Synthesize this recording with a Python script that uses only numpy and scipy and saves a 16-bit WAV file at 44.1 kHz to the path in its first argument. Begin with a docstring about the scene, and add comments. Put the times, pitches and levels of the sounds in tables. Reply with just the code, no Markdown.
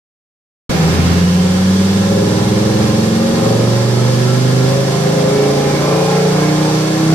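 """Five-cylinder car on a rolling road

A turbocharged car pulls steadily up through its revs in a small test cell; the sound cuts in mid-run.
The exhaust is a sum of engine orders swept through the fixed peaks and nulls of pipe and room, so the
drone swells, hollows out and throbs. Shaped noise makes the tailpipe's puffs of gas, the hiss of fan and
tyres and a brief opening roar; a narrow noise band climbing in pitch is the faint turbo whistle."""
import sys
import numpy as np
from scipy import signal
from scipy.fft import rfft, irfft, next_fast_len
from scipy.io import wavfile
from scipy.ndimage import uniform_filter1d

SR = 44100
rng = np.random.default_rng(int(sys.argv[2]) if len(sys.argv) > 2 else 0)


def transcribe(u):
    """Save the signal u as a 16-bit wav file named by the first command-line argument.

    u: samples, shape (n,) or (channels, n), limited to [-1, 1]; the rate is SR.
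    q: integer samples, one column per channel.
    """
    v = np.clip(np.atleast_2d(u).T, -1, 1)
    q = np.round(v * 32767).astype(np.int16)
    wavfile.write(sys.argv[1], SR, q)


N = 314874
TIME = np.arange(N) / SR
START_S = 0.6925   # silence before this


def from_db(db):
    """Decibel law: 20 dB is a factor of ten in amplitude."""
    return 10 ** (np.asarray(db) / 20)


def rms_one(x):
    """Power normalisation: scale to a mean square of one."""
    return x / np.sqrt(np.mean(x ** 2) + 1e-20)


def in_time(rows, t=TIME):
    """Linear interpolation: read each column of a time curve at the times t."""
    s, *columns = np.transpose(rows)
    return [np.interp(t, s, column) for column in columns]


def at_hz(points, hz):
    """Logarithmic frequency scale: read a spectrum in dB between its points."""
    point_hz, db = np.transpose(points)
    return np.interp(np.log(hz + 1e-6), np.log(point_hz), db)


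def colour(x, points, share=1):
    """Zero-phase filtering: multiply the spectrum by a smooth curve in dB, or by a share of it."""
    size = next_fast_len(N + 4096)
    hz = np.arange(size // 2 + 1) * SR / size
    gain = from_db(share * at_hz(points, hz))
    return irfft(rfft(x, size) * gain, size)[..., :N]


def drift(rate):
    """Low-passed noise: a slow random curve of unit power, faster for a higher rate."""
    step = 40   # samples between computed points
    pole = np.exp(-2 * step * np.pi * rate / SR)
    noise = rng.standard_normal(N // step + 2002)
    slow = signal.lfilter([1], [1, -2 * pole, pole * pole], noise)[2000:]
    return np.interp(np.arange(N) / step, np.arange(len(slow)), rms_one(slow))


def stereo(mid, side):
    """Sum and difference: left and right from mid and side."""
    return np.array([mid + side, mid - side])


def white_noise(*shape):
    """Spectral density: white noise of unit power per hertz."""
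    return rng.standard_normal(shape) * np.sqrt(SR / 2)


# Interaural difference of the air noise, side against mid: hz [Hz], side_to_mid_db [dB]
AIR_WIDTH = [(40, -20), (150, -5), (300, -11.5), (600, -12.5), (1000, -0.5), (2000, 2), (4500, -2.23),
             (12000, 0.7)]


def widen(side):
    """Interaural coherence: weaken the side signal in the bass, where the ears hear nearly alike."""
    return colour(side, AIR_WIDTH)


def wide_noise(spectrum):
    """Diffuse field: independent mid and side noise of a given density."""
    mid, side = colour(white_noise(2, N), spectrum)
    return stereo(mid, widen(side))


def reflections(x, t60):
    """Reverberation: convolve with a dense, exponentially dying cloud of echoes of unit energy."""
    t = TIME[:SR // 2]
    echoes = rng.standard_normal(len(t)) * from_db(-60 * t / t60)
    return signal.fftconvolve(x, echoes / np.linalg.norm(echoes))[:N]


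def in_cell(spectrum, near_share, t60):
    """Direct and diffuse fields: wide noise, plus one near jet reaching each ear by its own echoes."""
    share = np.clip(near_share, 0, 1)   # of the power
    jet = colour(white_noise(N), spectrum)
    near = stereo(reflections(jet, t60), widen(reflections(jet, t60)))
    return np.sqrt(1 - share) * wide_noise(spectrum) + np.sqrt(share) * near


def resonate(x, table):
    """Second-order resonance: a chain of ringing peaks and narrow nulls."""
    hz, width_hz, db = np.transpose(table)
    angle, gain = 2 * np.pi * hz / SR, from_db(db / 2)
    half_width, middle = np.pi * np.abs(width_hz) / SR, -2 * np.cos(angle)
    zeros = [1 + half_width * gain, middle, 1 - half_width * gain]
    poles = [1 + half_width / gain, middle, 1 - half_width / gain]
    sections = np.array(zeros + poles) / poles[0]
    return signal.sosfilt(np.ascontiguousarray(sections.T), x)


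def elapsed(t=TIME):
    """Time origin: seconds since the sound cut in."""
    return np.maximum(t - START_S, 0)


# the rollers let the revs climb at a constant rate; the engine starts a little behind and catches up
START_RPM, RAMP_RPM_PER_S, BEHIND_RPM, CATCH_UP_S = 1978, 290, 94, .2


def rpm(t=TIME):
    """Uniform acceleration: a steady ramp of engine speed after an exponential catch-up."""
    lag_rpm = BEHIND_RPM * np.exp(-elapsed(t) / CATCH_UP_S)
    return START_RPM + RAMP_RPM_PER_S * elapsed(t) - lag_rpm


def cycle_rate(t=TIME):
    """Four-stroke principle: one engine cycle for every two turns of the crank, per second."""
    return rpm(t) / 120


CYLINDERS = 5
# Unequal cylinders repeat one pattern along the orders; the rows are a firing order and the four above it:
# low_order_db [dB], set by cylinder strengths; high_order_db [dB], set by cylinder timing
CYLINDER_PATTERN = [(13, 3.5), (3.5, 2.5), (-0.5, -1.5), (-0.5, 6), (4, 1.5)]
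PATTERN_TURN_ORDER = 17.55   # where the one gives way to the other
BELOW_FIRING_DB_PER_OCTAVE = 19.5   # the manifold evens out what is slower than the firing rate
CRANK_DB = 7   # unbalanced parts shake once for every turn of the crank


def order_db(k):
    """Fourier series: strength of the k-th multiple of the cycle rate, before the silencer."""
    if k == 2:
        return CRANK_DB
    low_db, high_db = CYLINDER_PATTERN[k % CYLINDERS]
    low_share = 1 / (1 + (k / PATTERN_TURN_ORDER) ** 8)
    pattern_db = high_db + (low_db - high_db) * low_share
    return pattern_db + BELOW_FIRING_DB_PER_OCTAVE * min(np.log2(k / CYLINDERS), 0)


# How the engine pulls: start_s [s], level_db [dB], bark_db [dB] extra in the upper orders,
# throb_db [dB] extra in the orders between the firing ones
LOAD = [(.7, -1.5, -0.5, -2.5), (.85, -3.5, 3, -5), (1.0, -0.5, -3.5, -3), (1.3, -4, -3.5, -1),
        (1.8, 0, -8.5, -2), (2.3, -0.5, 0.5, 0), (3.0, -0.4, -4.5, 2), (3.6, 2.5, 0, -1),
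        (4.3, -1.6, -2.2, 0.5), (4.8, 0.3, 0.3, -0.5), (5.6, 2.5, 1.7, .5), (6.0, -2.3, 7.5, 3),
        (6.6, 0, 5.4, -1), (7.14, 0.5, 4, -3.5)]
# Broad colour of the silencer: hz [Hz], level_db [dB]
SILENCER = [(35, -79.0), (65, -60), (85, -37.5), (125, -36.5), (190, -25), (260, -42.5), (400, -32.5),
            (540, -35), (640, -43.5), (850, -54.5), (1100, -52), (1500, -64), (2200, -61)]


def exhaust(cycles, uneven=0.97, dispersion=.04, scatter=1.0, spread_db=2.5, rough_db=0.75,
            waver_db=5.0, count=84):
    """Harmonic synthesis: orders of the engine cycle add up; the upper ones bark with load and waver."""
    t = TIME[::256]
    speed, (level_db, bark_db, throb_db) = cycle_rate(t), in_time(LOAD, t)
    waver = waver_db * rms_one(uniform_filter1d(rng.standard_normal((count, len(t))), size=24))
    chances = rng.standard_normal((count, 2))
    out = np.zeros(N)
    for k, ((luck, lag), wobble_db) in enumerate(zip(chances, waver), 2):
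        hz = k * speed
        upper = np.clip(np.log(hz / 200) / np.log(4), 0, 1)   # none at 200 Hz, full at 800 Hz
        between_firings = k % CYLINDERS > 0
        db = order_db(k) + at_hz(SILENCER, hz) + level_db
        db = db + (bark_db + wobble_db + spread_db * luck) * upper
        db = db + throb_db * between_firings
        # phase in radians: pipe and silencer draw each throb out, long waves last;
        # unequal runners shift the in-between orders
        smear = dispersion * k ** 2 + uneven * between_firings + scatter * lag * k / 20
        out += np.interp(TIME, t, from_db(db)) * np.cos(2 * np.pi * k * cycles + smear)
    return np.sqrt(2) * out * from_db(rough_db * drift(34))   # no two combustions are equal


# Wall echoes of the exhaust, their level by pitch: hz [Hz], level_db [dB]
ECHO_COLOUR = [(60, -17), (125, -21), (190, -23.5), (280, -8), (400, -10.5), (550, -3.5), (800, -5.5),
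               (1500, -9)]


def echoed_exhaust(drone, echo_db=-3.5, t60=0.2):
    """Image sources: wall echoes break up the orders and spread them between the ears."""
    echoes = np.array([reflections(drone, t60), reflections(drone, t60)])
    mid, side = colour(echoes, ECHO_COLOUR)
    return stereo(drone + from_db(echo_db) * mid, side)


# Turbulent gas at the tailpipe: hz [Hz], density_db [dB per Hz]
RUSH = [(20, -87), (45, -60), (75, -64.5), (110, -62), (180, -57), (300, -57), (500, -51), (700, -60),
        (1100, -64), (1700, -71), (2400, -71.5), (3300, -74.5), (4500, -74), (8000, -104)]
RUSH_DB, RUSH_WANDER_DB, RUSH_WANDERS_PER_S = 0.1, 1.0, 5


def rush(cycles, throb=0.06, puff=0.32):
    """Jet noise: turbulence leaves in puffs, ten to a cycle, with the beat of the strongest cylinder."""
    gate = 1 + throb * np.cos(2 * np.pi * cycles) + puff * np.cos(2 * np.pi * 10 * cycles)
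    level_db = RUSH_DB + RUSH_WANDER_DB * drift(RUSH_WANDERS_PER_S)
    return in_cell(RUSH, near_share=0.15, t60=0.39) * rms_one(gate) * from_db(level_db)


# Standing waves of tailpipe and cell, peaks and nulls: hz [Hz], width_hz [Hz], level_db [dB]
STANDING_WAVES = [(85.2, 13.5, 9.5), (113.3, 0.98, -26.5), (127.4, 23.2, 16.5), (136.7, 16.4, -12),
                  (157.06, 1.5, -13), (162.7, 9.8, 13), (168.55, 7.2, -23), (177.5, 11.8, 8.5),
                  (204.4, 1.27, -31.5), (225.7, 14.3, 9.5), (238, 19.5, -10), (257.7, 11.8, 13),
                  (265.1, 6.7, -7.5), (296.3, 9.8, -15), (303.3, 9.6, 14), (319.6, 7.1, 8.5),
                  (347.5, 17.4, -7), (368, 3.1, -8), (386.6, 3.8, 9.5), (424, 17, 2.5), (430.3, 1.6, -20),
                  (446.9, 6.3, 17), (448.5, 6.25, -20), (459, 2.7, -12), (476.2, 3.3, -13.5),
                  (499, 4, -6.5), (526.3, 39, 5.5), (552, 15.3, 7.5), (571, 7.2, -9), (578.4, 118, -10),
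                  (825, 7.5, 13.5), (855, 5.4, 11.5), (1041.5, 32, 7.5), (1337, 21, 9.5)]


def pipe_and_cell(x):
    """Standing waves: fixed modes lift or cancel each order as it sweeps past."""
    return resonate(x, STANDING_WAVES)


# Fan, intake and tyres: hz [Hz], density_db [dB per Hz] before the overall level
HISS = [(300, -20), (1000, -1), (1700, 0), (2200, -6), (2700, -5), (3300, -1.5), (5300, 0.5), (6600, -5.5),
        (9200, -9.5), (11000, -15.5), (12300, -13.5), (13600, -24), (15700, -31)]
HISS_DB, HISS_RISE_DB_PER_S = -63.5, 0.1853   # the hiss grows a little through the pull
HISS_TOP_DB, TOP_FALL_DB_PER_S = -2.4, 0.04   # its top octave, against the rest


def air(cycles, flutter_db=.5, throb=0.021, split_hz=7500):
    """Broadband flow noise: steady hiss of fan and tyres, lightly shaken by the engine."""
    noise = in_cell(HISS, near_share=.4, t60=.07)
    high_pass = signal.butter(2, split_hz, "high", fs=SR, output="sos")
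    top = signal.sosfiltfilt(high_pass, noise)
    noise = noise + top * (from_db(HISS_TOP_DB - TOP_FALL_DB_PER_S * elapsed()) - 1)
    level_db = HISS_DB + HISS_RISE_DB_PER_S * elapsed() + flutter_db * drift(20)
    return noise * from_db(level_db) * (1 + throb * np.cos(2 * np.pi * cycles))


# Roar as the throttle opens: hz [Hz], density_db [dB per Hz] before the overall level
SURGE = [(60, -70), (120, -43), (200, -43.5), (310, -52), (450, -62), (800, -65), (1300, -62.5),
         (2300, -67), (3200, -70.5), (5000, -68), (9000, -87.5)]
# it swells quickly, holds, and dies away as the boost builds
SURGE_DB, SURGE_ATTACK_S, SURGE_HOLD_S, SURGE_FALL_DB_PER_S = 2.5, 0.01, 0.42, 42


def surge(cycles, throb=0.16):
    """Amplitude-modulated noise: a rough gulp of air, shaken at the engine's cycle."""
    swell = 1 - np.exp(-elapsed() / SURGE_ATTACK_S)
    level_db = SURGE_DB - SURGE_FALL_DB_PER_S * np.maximum(elapsed() - SURGE_HOLD_S, 0)
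    return wide_noise(SURGE) * swell * from_db(level_db) * (1 + throb * np.cos(2 * np.pi * cycles))


# Fine ripple from near walls and body panels: hz [Hz], width_hz [Hz], level_db [dB]
WALLS = [(613, 11, 3.5), (594, 24, 0), (741, 17, -8.5), (753, 46, 8.5), (809, 5.9, 6.5), (818, 13, -5.5),
         (921, 3, -3), (990, 11, 4.5), (1065, 6.4, 4), (1090, 33, -6), (1330, 27, -2.5), (1400, 14, -1),
         (1560, 99, -4), (1666, 19, 3), (1700, 56, 0.2), (1965, 110, -4.5), (2100, 20, 2.5), (2150, 17, 4),
         (2510, 69, -5), (3030, 48, -7), (3250, 30, 0), (3930, 470, -2.5), (5040, 99, -4.5),
         (5300, 250, -2.5)]


def near_walls(x):
    """Interference: early reflections ripple the spectrum of exhaust, hiss and roar."""
    return resonate(x, WALLS)


# the turbo spools towards its top speed and its whistle fades into the hiss
TURBO_START_HZ, TURBO_TOP_HZ, SPOOL_S = 2302, 7030, 4.3
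TURBO_DB, TURBO_FADE_DB_PER_S = -37.5, 1.6


def turbo(width_hz=170):
    """Quadrature modulation: low-passed noise moved up to a climbing pitch is a faint breathy whistle."""
    hz = TURBO_TOP_HZ - (TURBO_TOP_HZ - TURBO_START_HZ) * np.exp(-elapsed() / SPOOL_S)
    low_pass = signal.butter(2, width_hz, fs=SR, output="sos")
    blur = signal.sosfilt(low_pass, rng.standard_normal((2, 2, N)))
    turn = 2 * np.pi * np.cumsum(hz) / SR
    whistle = rms_one(blur[0] * np.cos(turn) + blur[1] * np.sin(turn))
    return whistle * from_db(TURBO_DB - TURBO_FADE_DB_PER_S * elapsed())


# Left ear against right: hz [Hz], left_to_right_db [dB]
LEAN = [(60, 6), (110, -3), (200, 0.5), (380, -3.5), (700, 0), (1290, -3.0), (2380, -5.5), (4400, -1),
        (8120, 0.5), (15000, -3)]
RIGHT_LATE_S = 9e-5   # the car stands a little to the left


def place(left, right):
    """Interaural time and level differences: delay the right ear and split the level curve in two."""
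    right = np.interp(TIME - RIGHT_LATE_S, TIME, right)
    return np.array([colour(left, LEAN, 1 / 2), colour(right, LEAN, -1 / 2)])


def scene():
    """Superposition: one engine phase drives every pulsing layer, and the layers add."""
    cycles = np.cumsum(cycle_rate()) / SR
    drone = exhaust(cycles)
    tailpipe = echoed_exhaust(drone) + rush(cycles)
    body = pipe_and_cell(tailpipe) + air(cycles) + surge(cycles)
    left, right = near_walls(body) + turbo()
    return place(left, right)


CUTOFF_HZ = 15520


def record(dry):
    """Saturation and band limiting: a sudden start, rounded peaks and a steep treble cut."""
    rounded = 1.3 * np.tanh(dry / 1.3)
    live = rounded * np.clip((TIME - START_S) / .004, 0, 1)
    return signal.sosfilt(signal.ellip(12, .1, 90, CUTOFF_HZ, fs=SR, output="sos"), live)


dry = scene()
out = record(dry)
transcribe(out)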